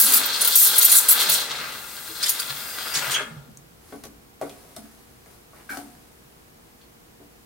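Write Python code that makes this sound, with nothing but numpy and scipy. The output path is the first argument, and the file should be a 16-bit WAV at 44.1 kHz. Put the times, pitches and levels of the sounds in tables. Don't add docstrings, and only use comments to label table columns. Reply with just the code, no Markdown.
import sys
import numpy as np
from scipy import signal
from scipy.fft import rfft, irfft
from scipy.io import wavfile
from scipy.ndimage import uniform_filter1d

SR = 44100
rng = np.random.default_rng(int(sys.argv[2]) if len(sys.argv) > 2 else 0)


def dump_mix(stems):
    frames = np.atleast_2d(stems).T
    limited = np.clip(frames, -1, 1)
    pcm = np.round(limited * 32767).astype(np.int16)
    wavfile.write(sys.argv[1], SR, pcm)


N = 328545
TIME, HZ = np.arange(N) / SR, np.fft.rfftfreq(N, 1 / SR)

# t/s, length/s, level/dB before the opening burst, brightness/(dB per octave), pitch of the air cavity f/Hz
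GULPS = [(0, 0.017, -5, 4.5, 12600), (0.022, 0.12, -15, -3.5, 10700), (.135, 0.041, -12, -4, 13300),
         (0.255, .007, -18, 5, 14000), (0.334, 0.0087, -29, -11, 12370), (0.409, 0.012, -16.5, -6, 10000),
         (0.446, 0.0099, -15.5, -7, 10900), (0.474, 0.0086, -13, 3, 13400), (0.554, 0.025, -7, -2.5, 13200),
         (0.58, 0.097, -9.5, -1.5, 12400), (0.756, 0.012, -18, -3, 9400), (0.779, 0.017, -9, 1.5, 12700),
         (0.81, .008, -14, -13, 9300), (0.822, .01, -11, -2, 14300), (0.845, .016, -7.5, -2.5, 9250),
         (0.887, .018, -15, -5, 9400), (0.915, .075, -6.5, -1.5, 9400), (1.084, 0.017, -6.5, 0.5, 9400),
         (1.107, 0.019, -5, 2, 12300), (1.192, 0.04, -17.5, -9, 12500), (1.291, .010, -12.5, -6, 15000),
         (1.316, 0.03, -12.5, -8.5, 13000), (2.226, 0.018, -22, -16, 4700),
         (2.259, 0.0069, -23.5, -15, 9000), (2.282, .0055, -24, -13, 10500),
         (2.293, 0.0039, -13.5, -4, 14000), (2.392, .0089, -26.5, -6, 5000),
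         (2.938, 0.036, -24.5, -17, 6300), (2.983, .008, -30, -21, 6200), (3.107, 0.04, -28, -17.5, 9800)]
# f/Hz, level/dB
TEARING_COLOUR = [(30, -94), (150, -63.5), (400, -60.5), (1400, -30), (2600, -22.5), (3500, -23.5),
                  (4500, -15), (5600, -12), (7000, -6.5), (9500, -1.5), (12500, 0), (16000, 0)]
SPRAY_SHARE, SPRAY_S = 0.12, 0.033
CAVITY_WIDTH_HZ, CAVITY_DB = 1900, 5

# t/s, level/dB
JET_LEVEL = [(0, -14), (.3, -35), (.55, -19), (1.27, -27), (1.37, -24), (1.48, -41.5), (2.3, -36.5),
             (3.14, -34)]
# f/Hz, level/dB
JET_COLOUR = [(40, -60), (200, -36), (500, -9), (2000, -42.5), (4500, -1.5), (6000, -3.5), (8000, -4.5),
              (12000, -0.5), (14000, -1), (16000, 0)]
# f/Hz, width/Hz, level/dB
NOZZLE = [(6630, 300, 3.5), (7700, 340, 8.5), (7900, 350, -4.5), (8520, 240, 12), (9390, 200, 4),
          (9970, 260, 3), (11280, 190, 8), (11900, 299, 4.5), (13070, 250, 6.5), (14100, 600, -3),
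          (15000, 360, 7.5), (15700, 300, 4)]
# t/s, f/Hz, level/dB
SINGING = [(2.45, 4900, -62), (2.58, 4880, -45), (2.7, 4860, -39.5), (2.78, 4840, -40), (2.92, 4820, -36.5),
           (2.99, 4790, -36), (3.06, 4780, -56)]
SINGING_WIDTH_HZ = 260
SINGING_CLEAN, SINGING_WAVER = .35, .012
SHUT_S, JET_DIES_S = 3.145, 0.012
AFTER_DB, AFTER_S = -15.5, 0.14

# t/s, churn of the milk level/dB, sizzle of the finest bubbles level/dB
BOIL_LEVEL = [(0.0, -31, -28), (0.12, -28, -26), (.545, -33.5, -26.5), (.585, -38.5, -31),
              (.62, -34, -31.5), (.69, -31, -24), (0.98, -30.5, -26), (1.01, -33.5, -31.5),
              (1.18, -24.5, -24.5), (1.42, -33, -26), (1.46, -35, -36), (1.578, -32, -35),
              (1.832, -45.5, -48), (2.13, -45, -46), (2.25, -40, -35), (2.45, -40, -41.5),
              (2.76, -40.5, -46.5), (2.785, -37.5, -38), (2.93, -36, -40), (2.96, -31.5, -36),
              (3.1, -32.5, -36.5), (3.16, -32.5, -36.5), (3.21, -32.5, -51), (3.3, -54, -39)]
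# f/Hz, level/dB
CHURN_COLOUR = [(25, -55), (70, -31.5), (140, -6.5), (300, -3.5), (600, -1.5), (900, 0.5), (1350, 4.5),
                (2200, -2), (3000, -2.5), (5000, -27), (10000, -51.5)]
# f/Hz, level/dB
SIZZLE_COLOUR = [(1000, -38), (2500, -19), (3300, 4), (4100, 4.5), (5000, 0.5), (6000, -5), (9000, -8),
                 (16000, -38)]
# f/Hz, width/Hz, level/dB
PITCHER = [(455, 17, 9), (594, 45, 7.5), (868, 78, 5), (1235, 78, 5), (1398, 57, 8), (1568, 50, 9),
           (1700, 83, 5), (1985, 39, 10.5), (2137, 54, 13), (2666, 440, 6.5), (3040, 130, -4),
           (3214, 150, 3.5), (4200, 170, 0.5)]
# t/s, length/s, change of the sizzle level/dB
SURGES = [(0.729, 0.018, 3), (1.171, 0.011, 3.5), (1.2, 0.026, 5.5), (1.252, 0.0048, -1), (1.507, 0.011, 4),
          (1.543, 0.0076, -9), (2.389, 0.013, 7.5), (2.429, 0.0058, 6.5), (2.48, .006, 7),
          (2.496, 0.012, 11), (3.042, .006, 3)]
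SURGE_CHURN, SURGE_DIES_S = 0.41, 0.0016
# t/s, f/Hz
CLOUD_PITCH = [(.3, 4270), (1.2, 4100), (1.6, 3860), (2.25, 4100), (2.6, 3440), (2.95, 3280), (3.2, 2980)]
CLOUD_WIDTH_HZ, CLOUD_DB = 660, -8
BOIL_LINGERS_S, BOIL_DIES_S = 0.078, 0.013

# t/s, starting pitch f/Hz, level/dB, time to fall 60 dB t60/s
GURGLES = [(0.026, 253, -29, 0.4), (0.069, 299.4, -29, 0.22), (0.132, 262.5, -30.5, 0.3),
           (0.171, 315, -31, 0.23), (1.278, 147.4, -34.5, 0.32), (1.5, 148, -36, 0.31),
           (2.089, 334, -33.5, 0.12), (2.1, 422, -30.5, .08), (2.494, 150, -32, 0.19),
           (2.959, 146, -33, 0.17), (3.065, 601, -25, 0.087), (3.074, 145, -31, 0.19),
           (3.2, 407, -26, 0.11), (3.203, 638, -21, 0.081), (3.219, 279, -28, 0.075),
           (3.26, 239, -37, 0.29), (3.305, 154, -31, 0.23), (3.362, 138, -24.5, 0.14),
           (3.48, 227, -34, 0.12), (3.49, 153, -35, 0.16), (3.569, 140, -41, .25)]
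BUBBLE_HZ, BUBBLE_OCTAVES, BUBBLE_DB, BUBBLE_T60 = 259, 0.7, -5.5, 0.1

# t/s, length/s, f/Hz, level/dB, fall per overtone/dB, rms wobble of pitch as a share
WHISTLES = [(3.143, 0.0085, 3270, -22.5, -9, 0.024), (3.149, 0.0081, 2590, -24.5, -12, 0.16),
            (3.16, 0.041, 1645, -33.5, -30, 0.097)]

# t/s, level/dB, centre of what it excites f/Hz, spread/octaves, metal tick level/dB
KNOCKS = [(3.924, -32, 516, 1.8, -52), (3.946, -36, 330, 1.2, -61), (4.0374, -37, 600, 3.2, -31),
          (4.052, -38.5, 330, 1.4, -35), (4.4137, -21.5, 676, 0.68, -35), (4.418, -37.5, 145, 0.48, -60),
          (4.421, -35.5, 1570, 0.67, -40), (4.425, -27, 396, 0.47, -44), (4.443, -35, 474, 1.1, -53),
          (4.465, -37, 700, 0.88, -56), (4.495, -39.5, 2800, 0.35, -37.5), (4.7642, -38, 1500, 2.5, -31),
          (4.767, -39, 710, 0.28, -46), (4.778, -40.5, 226, 0.23, -50), (4.828, -43, 248, 0.18, -69),
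          (5.26, -47.5, 984, 1.06, -49.5), (5.533, -43.5, 940, 0.7, -66), (5.705, -39, 265, 0.41, -53),
          (5.7716, -29, 680, 0.21, -28.5), (5.775, -35.5, 290, 0.34, -60), (5.785, -44, 690, 0.29, -46),
          (5.83, -40, 263, 0.48, -70), (6.813, -48, 3700, 0.6, -58), (7.2, -41.5, 424, 1, -74),
          (7.226, -49, 400, 1.1, -72)]
# f/Hz, level/dB, t60/s
MACHINE_MODES = [(145.4, 1, 0.18), (216, -3, 0.5), (241.1, -0.5, 0.66), (286, 6.5, 0.19), (343, -1.5, 0.12),
                 (386, 0.5, .1), (412.6, 5.5, 0.18), (467, -3.5, 0.076), (535, 1.5, 0.11), (650, 3, 0.064),
                 (719, 5.5, 0.075), (1144, 2, 0.086), (1400, -0.5, 0.08), (1497, -8, 0.2),
                 (1949, -2, 0.083), (2130, -3, 0.1), (2410, -5, 0.07), (3350, 9, 0.022), (3770, -2, .08),
                 (4270, -1, 0.16)]
# f/Hz, level/dB
TICK_COLOUR = [(500, 0), (2000, -1), (3500, -3), (6000, 0), (12000, -1.5), (16000, -6.5)]
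GRIP_DETUNE = .011
RING_UP_CYCLES = 0.2

# t/s, swell/s, fade/s, level/dB
STROKES = [(3.77, 0.16, 0.1, -51.5), (4.41, 0.024, 0.52, -51.5), (4.62, 0.22, 0.13, -65.5),
           (5.23, 0.085, .08, -58.5), (5.5, 0.068, 0.77, -58.5), (5.689, 0.01, 0.077, -40)]
# f/Hz, level/dB
WEAVE_COLOUR = [(150, -8), (700, 9.5), (1600, 5), (3000, -0.5), (4500, 2), (7000, -1.5), (10000, 4.5),
                (16000, -3)]
# t/s, length/s, f/Hz, level/dB, fall per overtone/dB, rms wobble of pitch as a share
SQUEAKS = [(5.55, 0.062, 1447, -54, -15, 0.41), (5.692, 0.0043, 1560, -31, -29, 0.034),
           (5.703, 0.013, 1538, -32.5, -30, 0.046), (5.692, 0.033, 2250, -45, -25, 0.048),
           (5.722, 0.057, 1384, -46, -27, 0.116), (5.724, 0.034, 743, -43, -17, 0.095)]

# f/Hz, level/dB
AIR_COLOUR = [(15, -38.5), (25, -8), (64, -4), (160, -3), (188, -6.5), (227, -6), (378, -7.5), (469, -13),
              (582, -15), (741, -13), (871, -15.5), (1110, -17), (1200, -18), (3630, -24.5), (15500, -24)]
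AIR_DB = -54
# f/Hz, side over mid as a ratio
AIR_WIDTH = [(80, 0.18), (220, 0.578), (500, 1.3), (1100, 1.5), (4000, 1.3), (7000, .8), (9500, 0.054)]
# f/Hz, rms level/dB
HUM = [(59.5, -66), (221, -71), (474, -68.5)]

# f/Hz, t60/s
KITCHEN_T60 = [(150, 1), (500, 0.94), (1500, 0.58), (4000, 0.27), (9000, 0.4), (16000, 0.19)]
# f/Hz, share
APART = [(100, 0.22), (400, 0.5), (1200, 0.65), (4000, 0.8), (6500, 0.9), (10000, 0)]
# f/Hz, share
GULP_APART = [(400, .35), (4000, .6), (8000, .42), (14000, .36)]
# f/Hz, share
STEAM_APART = [(100, .3), (400, .3), (1200, .62), (2200, .55), (4000, .8), (6500, .9), (10000, .3)]
# f/Hz, multiple of each source's own lean
LEAN = [(380, 0.052), (700, 2.1), (1300, 0.48), (2400, 0.84), (8000, 2.6), (15000, 1.1)]
# t/s, left minus right level/dB
SHIFT = [(1.2, 0), (2.0, 2), (2.7, 1.3), (3.15, 1.5)]

LIMIT_DB, SQUEEZE, RECOVER_DB_PER_S = -19, 0.3, 26
EDGE_HZ = 15950


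def gulps(patchy_db=3.5, burst_s=0.0066, flutter_db=0.7):
    _, _, grid = signal.stft(crackle(per_s=550, spread_db=3.3, wash=1), SR, nperseg=512)
    patches = uniform_filter1d(rng.standard_normal(grid.shape), size=5, axis=0)
    patches = unit(uniform_filter1d(patches, size=4, axis=1))
    patchy = signal.istft(grid * amp(patchy_db * patches), SR, nperseg=512)[1][:N]
    spray = colour(patchy, TEARING_COLOUR) * amp(flutter_db * wander(N, 110))

    out, t = np.zeros(N), np.arange(SR // 4) / SR
    hz = np.fft.rfftfreq(len(t), 1 / SR)
    octaves = np.log2(np.maximum(hz, 3500) / 9000)
    rise, fall, burst = .0005, .0036, .38
    for s, length, db, tilt, cavity_hz in GULPS:
        cavity = CAVITY_DB / (1 + (2 * (hz - cavity_hz) / CAVITY_WIDTH_HZ) ** 2)
        piece = spray[max(0, round(s * SR)):][:len(t)]
        tear = irfft(rfft(piece) * amp(tilt * octaves + cavity), len(t))
        body = (1 - SPRAY_SHARE) * gate(t, length, rise, fall)
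        trail = SPRAY_SHARE * gate(t, length, rise, SPRAY_S)
        opening = 1 + burst * np.exp(-t / burst_s)
        add(out, s, amp(db) * unit(tear) * (body + trail) * opening)
    return out


def jet(flutter_db=0.4):
    hiss = colour(rng.standard_normal(N), JET_COLOUR, NOZZLE)
    when, hz, _ = np.transpose(SINGING)
    pitch = np.interp(TIME, when, hz) * (1 + SINGING_WAVER * wander(N, 250))
    tone = unit(np.sin(2 * np.pi * np.cumsum(pitch) / SR))
    breath = ringing(SINGING, SINGING_WIDTH_HZ)
    song = (breath * (1 - SINGING_CLEAN) + tone * SINGING_CLEAN) * level(SINGING, column=2)
    flutter = amp(flutter_db * wander(N, 50.1))
    return (level(JET_LEVEL) * hiss + song) * flutter * shut(SHUT_S, JET_DIES_S)


def boil(churn_db=1.0, sizzle_db=1.0, throb_db=1.2, clump_db=1.4):
    surge_db = sum(db * (TIME > s) * flow(s + length, SURGE_DIES_S) for s, length, db in SURGES)
    coarse = colour(crackle(per_s=600, spread_db=2.5, wash=1.0), CHURN_COLOUR, PITCHER)
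    churn = coarse * level(BOIL_LEVEL) * amp(churn_db + SURGE_CHURN * surge_db)
    fine = colour(crackle(per_s=900, spread_db=2.8, wash=.6), SIZZLE_COLOUR, PITCHER)
    cloud = amp(CLOUD_DB) * ringing(CLOUD_PITCH, CLOUD_WIDTH_HZ)
    clumps = amp(sizzle_db + surge_db + clump_db * wander(N, 70))
    sizzle = (fine + cloud) * level(BOIL_LEVEL, column=2) * clumps
    throb = amp(throb_db * wander(N, 190))
    return (churn + sizzle) * throb * shut(SHUT_S + BOIL_LINGERS_S, BOIL_DIES_S)


def whistles():
    return squeals(WHISTLES, swell=0.029, fall=0.016)


def gurgles(glide=-0.72, waver=0.054, count=10):
    out, t = np.zeros(N), np.arange(SR // 3) / SR
    swell = 1 - np.exp(-t / .014)
    when, churn_db, _ = np.transpose(BOIL_LEVEL)
    late, size = rng.random((count, 2)).T
    starts = SHUT_S * (np.arange(count) + late) / count
    pitches = BUBBLE_HZ * 2 ** (BUBBLE_OCTAVES * (2 * size - 1))
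    lesser = [(s, hz, np.interp(s, when, churn_db) + BUBBLE_DB, BUBBLE_T60)
              for s, hz in zip(starts, pitches)]
    for s, hz, db, t60 in GURGLES + lesser:
        turns = np.cumsum(hz * (1 + glide * t + waver * wander(len(t), 39.6))) / SR
        add(out, s, amp(db - 60 * t / t60) * swell * np.sin(2 * np.pi * turns))
    return out


def snap(s=3.573, hz=6400, db=-30.0, fall=0.00068):
    out, t = np.zeros(N), np.arange(SR // 50) / SR
    spectrum = [(2500, -37), (4500, -6), (8000, 18.0), (16000, -33)]  # f/Hz, level/dB
    fizz = colour(rng.standard_normal(N), spectrum, [(hz, 1800, 8)])
    add(out, s, amp(db) * fizz[:len(t)] * np.exp(-t / fall))
    return out


def knocks(tick_s=0.0029, clatter=0.57, clatter_s=0.0083, rise=0.00063):
    out, ticks, t = np.zeros(N), np.zeros(N), np.arange(SR) / SR
    mode_hz, mode_db, t60 = np.transpose(MACHINE_MODES)[:, :, None]
    bins = np.fft.rfftfreq(len(t), 1 / SR) + 1
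    attack = 1 - np.exp(-t / rise)
    decay = amp(-60 * t / t60) * (1 - np.exp(-t * mode_hz / RING_UP_CYCLES))
    for s, db, centre, spread, tick_db in KNOCKS:
        def drive(f):
            return 1 / (1 + (np.log2(f / centre) / spread) ** 4)

        weight = amp(mode_db) * drive(mode_hz)
        weight = weight / np.linalg.norm(weight)
        detuned = mode_hz * (1 + GRIP_DETUNE * rng.standard_normal(mode_hz.shape))
        phase = 2 * np.pi * (detuned * t + rng.random(mode_hz.shape))
        ring = (weight * decay * np.sin(phase)).sum(0)
        noise = rfft(rng.standard_normal(len(t)))
        loose = unit(irfft(noise * drive(bins) / np.sqrt(bins), len(t)))
        add(out, s, amp(db) * (ring + clatter * loose * np.exp(-t / clatter_s) * attack))
        add(ticks, s, amp(tick_db) * np.exp(-t / tick_s))
    return out + ticks * colour(rng.standard_normal(N), TICK_COLOUR)


def cloth():
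    rub = np.zeros(N)
    for s, swell, fade, db in STROKES:
        rub += amp(db) * np.clip((TIME - s) / swell, 0, 1) * flow(s + swell, fade)
    return rub * colour(crackle(per_s=980, spread_db=2, wash=0.61), WEAVE_COLOUR)


def squeaks():
    return squeals(SQUEAKS, swell=0.021, fall=0.0035)


def room_tone():
    mid, side = (colour(rng.standard_normal(N), AIR_COLOUR) for _ in range(2))
    side = irfft(rfft(side) * read(AIR_WIDTH, HZ), N)
    hum = np.zeros(N)
    for hz, db in HUM:
        hum += amp(db) * np.sqrt(2) * np.sin(2 * np.pi * hz * TIME + wander(N, 6.0))
    return amp(AIR_DB) * np.array([mid + side, mid - side]) + hum


def kitchen(x, near_db, wet_db, left_db, near_s, apart, lag_s):
    t = np.arange(SR // 2) / SR
    sparse = rng.random((2, len(t))) < 4000 / SR
    taps = rng.standard_normal((2, len(t))) * sparse * (t > .001)
    hz, when, (shared, own) = signal.stft(taps, SR, nperseg=256)
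    differ = np.clip(read(apart, hz), 0, .9)[:, None]
    alike = np.sqrt(1 - differ ** 2) * shared
    pair = np.array([alike + differ * own, alike - differ * own])

    echo = np.zeros((2, len(t)))
    near = np.exp(-when / near_s)
    tail = amp(-60 * when / read(KITCHEN_T60, hz)[:, None]) * (when > .012)
    for db, fade in ((near_db, near), (wet_db, tail)):
        part = signal.istft(pair * fade, SR, nperseg=256)[1][:, :len(t)]
        echo += amp(db) * part / np.linalg.norm(part[0])
    echo[:, 0] += 1

    response = np.fft.fft(echo)
    broad = uniform_filter1d(abs(response.mean(0)) ** 2, size=90, mode="wrap")
    broad_filter = np.exp(signal.hilbert(np.log(broad) / 2).conj())
    hz, side = np.fft.fftfreq(len(t), 1 / SR), np.array([[.5], [-.5]])
    lean = amp(side * left_db * read(LEAN, abs(hz)))
    lag = np.exp(-2j * np.pi * side * lag_s * hz)
    echo = np.fft.ifft(lean * lag * response / broad_filter).real
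    lead = 256
    return signal.fftconvolve(x[None], np.roll(echo, lead, axis=1), axes=1)[:, lead:lead + N]


def squeals(rows, swell, fall, rough_db=2):
    out, t = np.zeros(N), np.arange(SR // 2) / SR
    for s, length, hz, db, overtone_db, waver in rows:
        phase = 2 * np.pi * np.cumsum(hz * (1 + waver * wander(len(t), 907))) / SR
        tone = sum(amp(k * overtone_db) * np.sin((k + 1) * phase) for k in range(3))
        rough = amp(db + rough_db * wander(len(t), 407))
        add(out, s, rough * unit(tone) * gate(t, length, swell * length, fall))
    return out


def crackle(per_s, spread_db, wash):
    sizes = amp(spread_db * np.minimum(rng.exponential(1, N), 3.5))
    pops = (rng.random(N) < per_s / SR) * sizes
    power = signal.lfilter([1], [1, -np.exp(-1 / (0.00045 * SR))], pops ** 2)
    return rng.standard_normal(N) * np.sqrt(power / power.mean() + wash)


def ringing(rows, width_hz):
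    rows = np.array(rows)
    turn = np.exp(2j * np.pi * np.cumsum(np.interp(TIME, rows[:, 0], rows[:, 1])) / SR)
    r = np.exp(-np.pi * width_hz / SR)
    narrow = signal.lfilter([1], [1, -2 * r, r * r], rng.standard_normal(N) / turn)
    return unit((turn * narrow).real)


def shut(until, fall):
    return (1 - amp(AFTER_DB)) * flow(until, fall) + amp(AFTER_DB) * flow(until, AFTER_S)


def flow(until, fall):
    return np.exp(-np.maximum(TIME - until, 0) / fall)


def gate(t, length, rise, fall):
    return (1 - np.exp(-t / rise)) * np.exp(-np.maximum(t - length, 0) / fall)


def colour(x, points, peaks=()):
    db = read(points, HZ) + sum(g / (1 + (2 * (HZ - f) / w) ** 2) for f, w, g in peaks)
    return unit(irfft(rfft(x) * amp(db), N))


def wander(n, hz):
    knots = rng.standard_normal(n // 20)
    return unit(np.interp(np.arange(n) * hz / SR, np.arange(len(knots)), knots))


def level(rows, column=1):
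    rows = np.array(rows)
    return amp(np.interp(TIME, rows[:, 0], rows[:, column]))


def read(points, hz):
    f, value = np.transpose(points)
    return np.interp(np.log(hz + 1), np.log(f), value)


def add(mix, s, sound):
    part = mix[max(0, round(s * SR)):][:len(sound)]
    part += sound[:len(part)]


def amp(db):
    return np.exp(np.asarray(db) * (np.log(10) / 20))


def unit(x):
    return x / np.sqrt(np.mean(x ** 2) + 1e-20)


def scene():
    torn = kitchen(gulps(), near_db=3.5, wet_db=-5, left_db=0.97, near_s=0.006,
                   apart=GULP_APART, lag_s=8e-6)
    steam = kitchen(jet() + boil() + whistles(), near_db=-3.5, wet_db=-9.5, left_db=1.5, near_s=0.0068,
                    apart=STEAM_APART, lag_s=6e-6)
    steam = level(SHIFT) ** np.array([[.5], [-.5]]) * steam
    milk = kitchen(gurgles() + snap(), near_db=-7, wet_db=-14, left_db=.3, near_s=.006,
                   apart=APART, lag_s=0)
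    handling = kitchen(knocks() + cloth() + squeaks(), near_db=-1.5, wet_db=-13.5, left_db=1.0,
                       near_s=0.019, apart=APART, lag_s=8e-6)
    return torn + steam + milk + handling + room_tone()


def record(dry):
    power = signal.lfilter([1 / 400], [1, 1 / 400 - 1], (dry ** 2).mean(0))
    loud_db = 10 * np.log10(power + 1e-12)
    sink_db = TIME * RECOVER_DB_PER_S
    held_db = np.maximum.accumulate(loud_db + sink_db) - sink_db
    over_db = np.maximum(held_db - LIMIT_DB, 0)
    ducked = np.clip(dry * amp(-SQUEEZE * over_db), -1, 1)
    lowpass = signal.firwin(511, EDGE_HZ, window=("kaiser", 9), fs=SR)
    return signal.oaconvolve(ducked, lowpass[None], "same")


dry = scene()
out = record(dry)
dump_mix(out)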